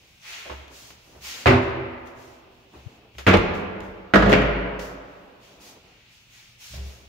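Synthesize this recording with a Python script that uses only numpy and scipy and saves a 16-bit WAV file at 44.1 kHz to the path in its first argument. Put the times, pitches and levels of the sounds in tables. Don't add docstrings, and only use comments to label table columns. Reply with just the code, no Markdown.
import sys
import numpy as np
from scipy import signal
from scipy.io import wavfile
from scipy.ndimage import uniform_filter1d

SR = 44100
rng = np.random.default_rng(int(sys.argv[2]) if len(sys.argv) > 2 else 0)


def wav_record(signal):
    frames = np.transpose(np.atleast_2d(signal))
    bounded = np.clip(frames, -1, 1)
    quanta = np.round(bounded * 32767).astype(np.int16)
    wavfile.write(sys.argv[1], SR, quanta)


def invert_db(level):
    return 10 ** (np.asarray(level, dtype=float) / 20)


N = 312644


def evened(x):
    return x / np.sqrt(np.mean(x ** 2) + 1e-20)


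def read(points, hz):
    f, value = np.transpose(points)
    return np.interp(np.log(hz + 1), np.log(f + 1), value)


def add(mix, s, sound):
    part = mix[:, round(s * SR):][:, :sound.shape[1]]
    part += sound[:, :part.shape[1]]


def coloured(x, spectrum, peak_hz, peak_db):
    hz = abs(np.fft.fftfreq(2048, 1 / SR))
    resonance_db = peak_db * np.exp(-(np.log((hz + 1) / peak_hz) / 0.33) ** 2)
    db = np.maximum(read(spectrum, hz) + resonance_db, -100)
    response = np.exp(np.conj(signal.hilbert(np.log(invert_db(db)))))
    taps = np.fft.ifft(response).real[:1024]
    return signal.fftconvolve(x, taps[None] / np.linalg.norm(taps), axes=1)


def noise(length, field_db):
    # (frequency [Hz], correlation [-1..1])
    likeness = [(40, 0.89), (150, 0.88), (330, 0.96), (600, 0.54), (2000, 0.071), (12000, 0.062)]
    frames, hz = length // 64 + 5, np.fft.rfftfreq(1024, 1 / SR)[:, None]
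    a, b, c, d = rng.standard_normal((frames // 4 + 4, 513, 4)).T
    same = np.clip(read(likeness, hz), -1, 1)
    left = a + 1j * b
    right = same * left + np.sqrt(1 - same ** 2) * (c + 1j * d)
    z = np.array([left, right])
    t = np.arange(z.shape[2]) * 256 / SR
    return signal.istft(z * invert_db(field_db(hz, t)), nperseg=1024, noverlap=768)[1][:, :length]


def strokes(rows):
    rise_share, stop_s = 0.38, 0.033
    start, length, level_db, sag_db = np.transpose(rows)[:4, :, None]
    t = np.arange(0, N + 64, 64) / SR - start
    rise = np.sin(np.pi / 2 * np.clip(t / (rise_share * length), 0, 1)) ** 2
    stop = np.exp(-np.maximum(t - length, 0) / stop_s)
    return invert_db(level_db + sag_db * np.clip(t / length, 0, 1)) * rise * stop


def blows(rattle):
    same = 0.25
    t = np.arange(4096) / SR
    uneven = invert_db(1.555 * rng.exponential(1, 4096).clip(0, 4))
    left, other = rng.standard_normal((2, 4096)) * uneven
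    right = same * left + np.sqrt(1 - same ** 2) * other
    return np.array([left, right]) * np.exp(-(t / max(rattle, .001)) ** 2) / 1.823


def tick(rattle):
    # (frequency [Hz], level [dB per Hz])
    metal = [(2940, 2.5), (5000, -5.5), (6800, -8.5), (8180, -27), (11000, -18.5), (15500, -19)]
    snap = np.exp(-np.arange(4096) / SR / 0.0034) + 0.81
    return coloured(blows(rattle) * snap, metal, 8400, 7.0)


def contacts(rows, panel):
    # (frequency [Hz], level [dB per Hz])
    wood = [(180, -24.5), (300, -2.5), (447, -4.5), (675, -3), (743, -7), (1220, -9.5), (1500, -10.5),
            (1940, -10), (3920, -21.5), (8000, -43.5), (10400, -56), (17600, -120)]
    tick_under_db = -28
    out, t = np.zeros((2, N)), np.arange(SR // 2) / SR
    bass = signal.butter(2, 450, fs=SR)
    modes = np.array([invert_db(db - 60 * t / t60) * np.exp(2j * np.pi * hz * t) for hz, db, t60 in panel])
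    swing = 1 - np.exp(-t / 0.006)
    for s, crack_db, panel_db, rattle, crack_hz in rows:
        crack = coloured(blows(rattle), wood, crack_hz, 7.35)
        crack[1] += signal.lfilter(*bass, crack[0] - crack[1])
        add(out, s, invert_db(crack_db) * (crack + invert_db(tick_under_db) * tick(rattle)))
        phases = np.exp(1j * rng.uniform(-0.19, 1, len(panel)))
        ring = (phases @ modes).imag
        add(out, s, invert_db(panel_db) * ring[None] * swing)
    return out


def quiet():
    # (frequency [Hz], level [dB per Hz])
    wash = [(15, -31.5), (30, 10.5), (126, 6), (300, -7), (900, -11.5), (1600, -16.5), (2600, 1),
            (6700, -20.5), (9500, -31.5), (15500, -21)]
    wash_db, hum_db, hum_hz = -59, -68.5, 120
    wobble = evened(uniform_filter1d(rng.standard_normal(N), 3000))
    hum = invert_db(hum_db + 4.7 * wobble) * np.sin(2 * np.pi * hum_hz * np.arange(N) / SR)
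    return invert_db(wash_db) * evened(noise(N, lambda hz, t: read(wash, hz) + 0 * t)) + hum


def feet():
    # (start [s], length [s], level [dB], sag over the scrape [dB])
    scrapes = [(-.04, 0.19, -60.5, -11), (.34, 0.12, -62, 2), (.69, .04, -53, -1), (.76, 0.2, -58.5, -1.5),
               (1.03, 0.15, -60, 8.5), (1.18, 0.26, -61.5, 10.5), (2.2, 0.63, -53, -15),
               (2.72, 0.074, -47.5, -6), (2.82, 0.17, -56, 0.5), (2.995, 0.17, -50, -16.5),
               (5.14, .28, -53, -6), (5.42, .35, -57.5, 5.5), (5.79, 0.32, -49.5, -25),
               (6.78, 0.27, -57, -1.5)]
    # (frequency [Hz], level [dB per Hz])
    scuff = [(90, -27.5), (180, -4.5), (450, -5), (900, -10.5), (1800, -20.5), (4000, -42.5)]
    level = np.repeat(strokes(scrapes).sum(0), 64)[:N]
    return level * evened(noise(N, lambda hz, t: read(scuff, hz) + 0 * t))


def cloth():
    # (start [s], length [s], hiss [dB], sag over the stroke [dB], body above the hiss [dB])
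    rubs = [(-.08, .3, -70, -1.5, 3.5), (0.193, 0.46, -44, -29.5, 12.5), (0.682, 0.22, -54, -3.5, -6.5),
            (0.933, 0.37, -65.5, -2, -8.5), (1.196, 0.22, -43, -10, 3.5), (1.607, 0.063, -59.5, -14, 5),
            (2.048, 0.023, -72, 5, -10), (2.131, 0.24, -59.5, -12.5, -4.5), (2.48, 0.16, -74, -3, -12.5),
            (2.651, 0.31, -70, -5.5, 9), (3.1, 0.31, -62.5, -14, 3.5), (3.53, 0.039, -60, -3.5, -1.5),
            (3.802, 0.13, -61, -20, -9.5), (4.78, 0.12, -47, -16.5, -6), (4.96, 0.54, -69.5, -25, 1.5),
            (5.384, 0.19, -63, -10.5, 5.7), (5.584, 0.11, -58.5, 2, -5), (5.732, 0.4, -76.5, -1, 14.5),
            (6.066, 0.24, -67, -7, 2), (6.275, 0.29, -57, -15.5, 3.5), (6.57, 0.18, -51.5, -4, -3),
            (6.696, 0.13, -68, -1.5, 14.5), (6.804, 0.25, -53, -17.5, -4)]
    # (frequency [Hz], level [dB per Hz])
    swish = [(180, -46.5), (300, -27.5), (620, -18.5), (800, -16), (1640, -11), (2250, -5.5), (3800, -7.5),
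             (6600, -7.5), (8700, -18.5), (11000, -19), (15700, -18.5)]
    # (frequency [Hz], share [0..1])
    body_share = [(400, 0.67), (2500, 0.84), (5000, 0.18), (7500, 0.15), (11000, 0)]
    each = strokes(rubs) + 1e-9
    level, s = each.sum(0), np.arange(each.shape[1]) * 64 / SR
    body_db = np.transpose(rubs)[4] @ each / level
    grain = uniform_filter1d(rng.standard_normal((N // 256 + 9, 513)), 8, 0)
    patches = 1.2 * evened(uniform_filter1d(grain, 14, 1)).T

    def field_db(hz, t):
        body = read(body_share, hz) * np.interp(t, s, body_db)
        return read(swish, hz) + body + patches[:, :len(t)]

    rub = noise(N, field_db)
    hiss = signal.sosfilt(signal.butter(4, 8000, "high", fs=SR, output="sos"), rub)
    return rub * np.repeat(level, 64)[:N] / np.sqrt(np.mean(hiss ** 2))


def bump():
    start_s, level_db, tap_hz, pan_db = 2.869, -38, 111, 25
    t = np.arange(N) / SR - start_s
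    tap = -np.exp(-(t / 0.0077) ** 2) * np.cos(2 * np.pi * tap_hz * t)
    return invert_db(level_db + np.array([[.5], [-.5]]) * pan_db) * tap


def catches():
    # (time [s], level [dB], rattle [s])
    clicks = [(.68, -46, .006), (.905, -43.5, .011), (1.47, -26.5, .035), (1.497, -46, .047),
              (2.071, -49, .02), (3.183, -35, .032), (3.267, -29, .03), (3.273, -27.5, .042),
              (3.284, -30.5, .01), (3.338, -34, .008), (3.372, -27, .003), (3.549, -45.5, .01),
              (3.805, -40.5, .0033), (4.142, -28, 0.032), (4.156, -30, 0.019), (4.26, -39.5, .02),
              (4.295, -31.5, .046), (4.319, -30, .0031), (4.329, -21.5, 0.0023), (4.418, -39, .008),
              (4.793, -36, .02)]
    out = np.zeros((2, N))
    for s, db, rattle in clicks:
        add(out, s, invert_db(db) * tick(rattle))
    return out


def knocks():
    # (time [s], crack [dB], panel [dB], rattle [s], crack resonance [Hz])
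    taps = [(.455, -40, -57, 0.037, 620), (.497, -31, -42.5, 0.013, 1160), (.515, -37, -65, 0.025, 890),
            (.5, -36, -62.5, .03, 257), (.6, -61, -52, .03, 300), (1.15, -51, -53, 0.012, 485),
            (1.19, -64, -50, 0.015, 500), (2.748, -52.5, -51.5, 0.042, 715), (3.15, -45, -47, 0.007, 2523),
            (3.183, -42, -52, 0.04, 2470), (3.549, -66, -52.5, .01, 3754),
            (3.806, -54.5, -45.5, 0.003, 4140), (6.70, -70, -46, 0.026, 496),
            (6.735, -47, -37.5, 0.051, 583), (6.775, -48.5, -35, 0.073, 566), (6.85, -53, -44.5, 0.11, 553)]
    # (frequency [Hz], level [dB], t60 [s])
    boards = [(67.6, 5, 0.36), (110.6, 3.5, 0.31), (187, -6.5, 0.18), (400, -18.5, 0.25)]
    return contacts(taps, boards)


def first_door():
    # (time [s], crack [dB], panel [dB], rattle [s], crack resonance [Hz])
    hits = [(1.458, -9.5, -13, 0.026, 1000), (1.468, -10, -8, 0.046, 2240),
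            (1.483, -16, -16.5, 0.065, 1270), (1.497, -17.5, -6, 0.091, 875),
            (1.53, -28, -13.5, 0.023, 1320)]
    # (frequency [Hz], level [dB], t60 [s])
    panel = [(45, -17.5, 0.3), (94, 1.5, 0.11), (121, -3, 0.2), (160.6, -10, 0.11), (250.4, -4, 0.21),
             (338, -4, .1), (390.3, -5, 0.21), (570, -25, 0.94)]
    return contacts(hits, panel)


def second_door():
    # (time [s], crack [dB], panel [dB], rattle [s], crack resonance [Hz])
    hits = [(3.266, -11.5, -12, 0.067, 2440), (3.275, -11, -13.5, 0.038, 1390),
            (3.285, -19, -13, 0.0073, 2470), (3.298, -18.5, -11.5, 0.13, 1014),
            (3.333, -14, -33, 0.021, 2350), (3.338, -5, -9, 0.019, 400), (3.362, -24, -16, 0.02, 2380)]
    # (frequency [Hz], level [dB], t60 [s])
    panel = [(42.5, -9, 0.29), (87.3, 5, 0.075), (191.4, 1, 0.2), (261, 1, 0.08), (362.6, 1, 0.091),
             (437.6, -1.5, 0.056), (504.4, 1, 0.04)]
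    return contacts(hits, panel)


def third_door():
    # (time [s], crack [dB], panel [dB], rattle [s], crack resonance [Hz])
    hits = [(4.137, -5.5, -6.5, 0.014, 1600), (4.157, -2.5, -7.5, 0.011, 1360),
            (4.19, -24, -24.5, 0.035, 1310), (4.322, -8.5, -8.5, 0.0017, 2480),
            (4.328, -2.5, -15.5, 0.0036, 2260), (4.334, -4.5, -29.5, 0.0086, 2390),
            (4.349, -15.5, -19.5, 0.0073, 2330), (4.42, -25, -24.5, 0.0038, 1500)]
    rebound = [(4.222, -15.5, -12, 0.021, 1290), (4.26, -21, -9.5, 0.079, 700),
               (4.294, -23.5, -8.5, 0.07, 1025)]
    # (frequency [Hz], level [dB], t60 [s])
    panel = [(52, -21, 1), (91.2, -9.5, 0.18), (138.7, -3, 0.13), (194.7, 1, 0.09), (270.5, -9, 0.48),
             (408.5, -6.5, 0.13), (589, -2.5, 0.099)]
    hinged = [(130.7, 0, 0.11), (187.4, -2, 0.18), (273, -19, 0.15), (416, -14.5, 0.39)]
    return contacts(hits, panel) + contacts(rebound, hinged)


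def house(x):
    # (frequency [Hz], t60 [s])
    decay = [(40, 1.88), (120, 1.165), (300, 1.706), (1000, 1.903), (2500, 1.464), (4500, 1.04),
             (8000, 0.51), (14000, 0.45)]
    nook_db, nook_t60 = 5, 0.18
    length = 3 * SR // 2

    def field_db(hz, t):
        far = invert_db(-60 * t / read(decay, hz))
        nook = invert_db(nook_db - 60 * t / nook_t60)
        return 20 * np.log10(far + nook)

    tail = noise(length, field_db)
    tail *= 1 - np.exp(-np.arange(length) / SR / 0.0027)
    return signal.fftconvolve(x, tail / np.linalg.norm(tail[0]), axes=1)[:, :N]


def scene():
    doors = [first_door(), second_door(), third_door()]
    handling, rub = knocks() + catches(), cloth()
    sources = doors + [handling + invert_db(3.5) * rub]
    wet_db = (-2.4, -2.1, 1.5, -0.48)
    echoes = sum(invert_db(db) * house(x) for db, x in zip(wet_db, sources))
    return sum(doors) + handling + rub + invert_db(-4) * echoes + bump() + feet() + quiet()


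def low_pass(x):
    return signal.sosfilt(signal.butter(12, 16650, fs=SR, output="sos"), x)


def record(dry):
    ceiling, mic_low_hz, edge_hz = 0.95, 38, 15740
    power_db = 10 * np.log10(abs(uniform_filter1d((dry ** 2).mean(0), 300)) + 1e-12)
    fall = np.arange(N) * 60. / SR
    held_peak_db = np.maximum.accumulate(power_db + fall) - fall
    over_db = np.maximum(held_peak_db + 13, 0)
    held = dry / invert_db(0.27 * uniform_filter1d(over_db, 100))
    held = signal.lfilter(*signal.butter(2, mic_low_hz, "high", fs=SR), held)
    clipped = 1.54 * ceiling * np.tanh(held / (1.463 * ceiling))
    edge = signal.firwin(767, edge_hz, window=("kaiser", 8), fs=SR)
    return low_pass(signal.oaconvolve(clipped, edge[None], "same", axes=1))


dry = scene()
out = record(dry)
wav_record(out)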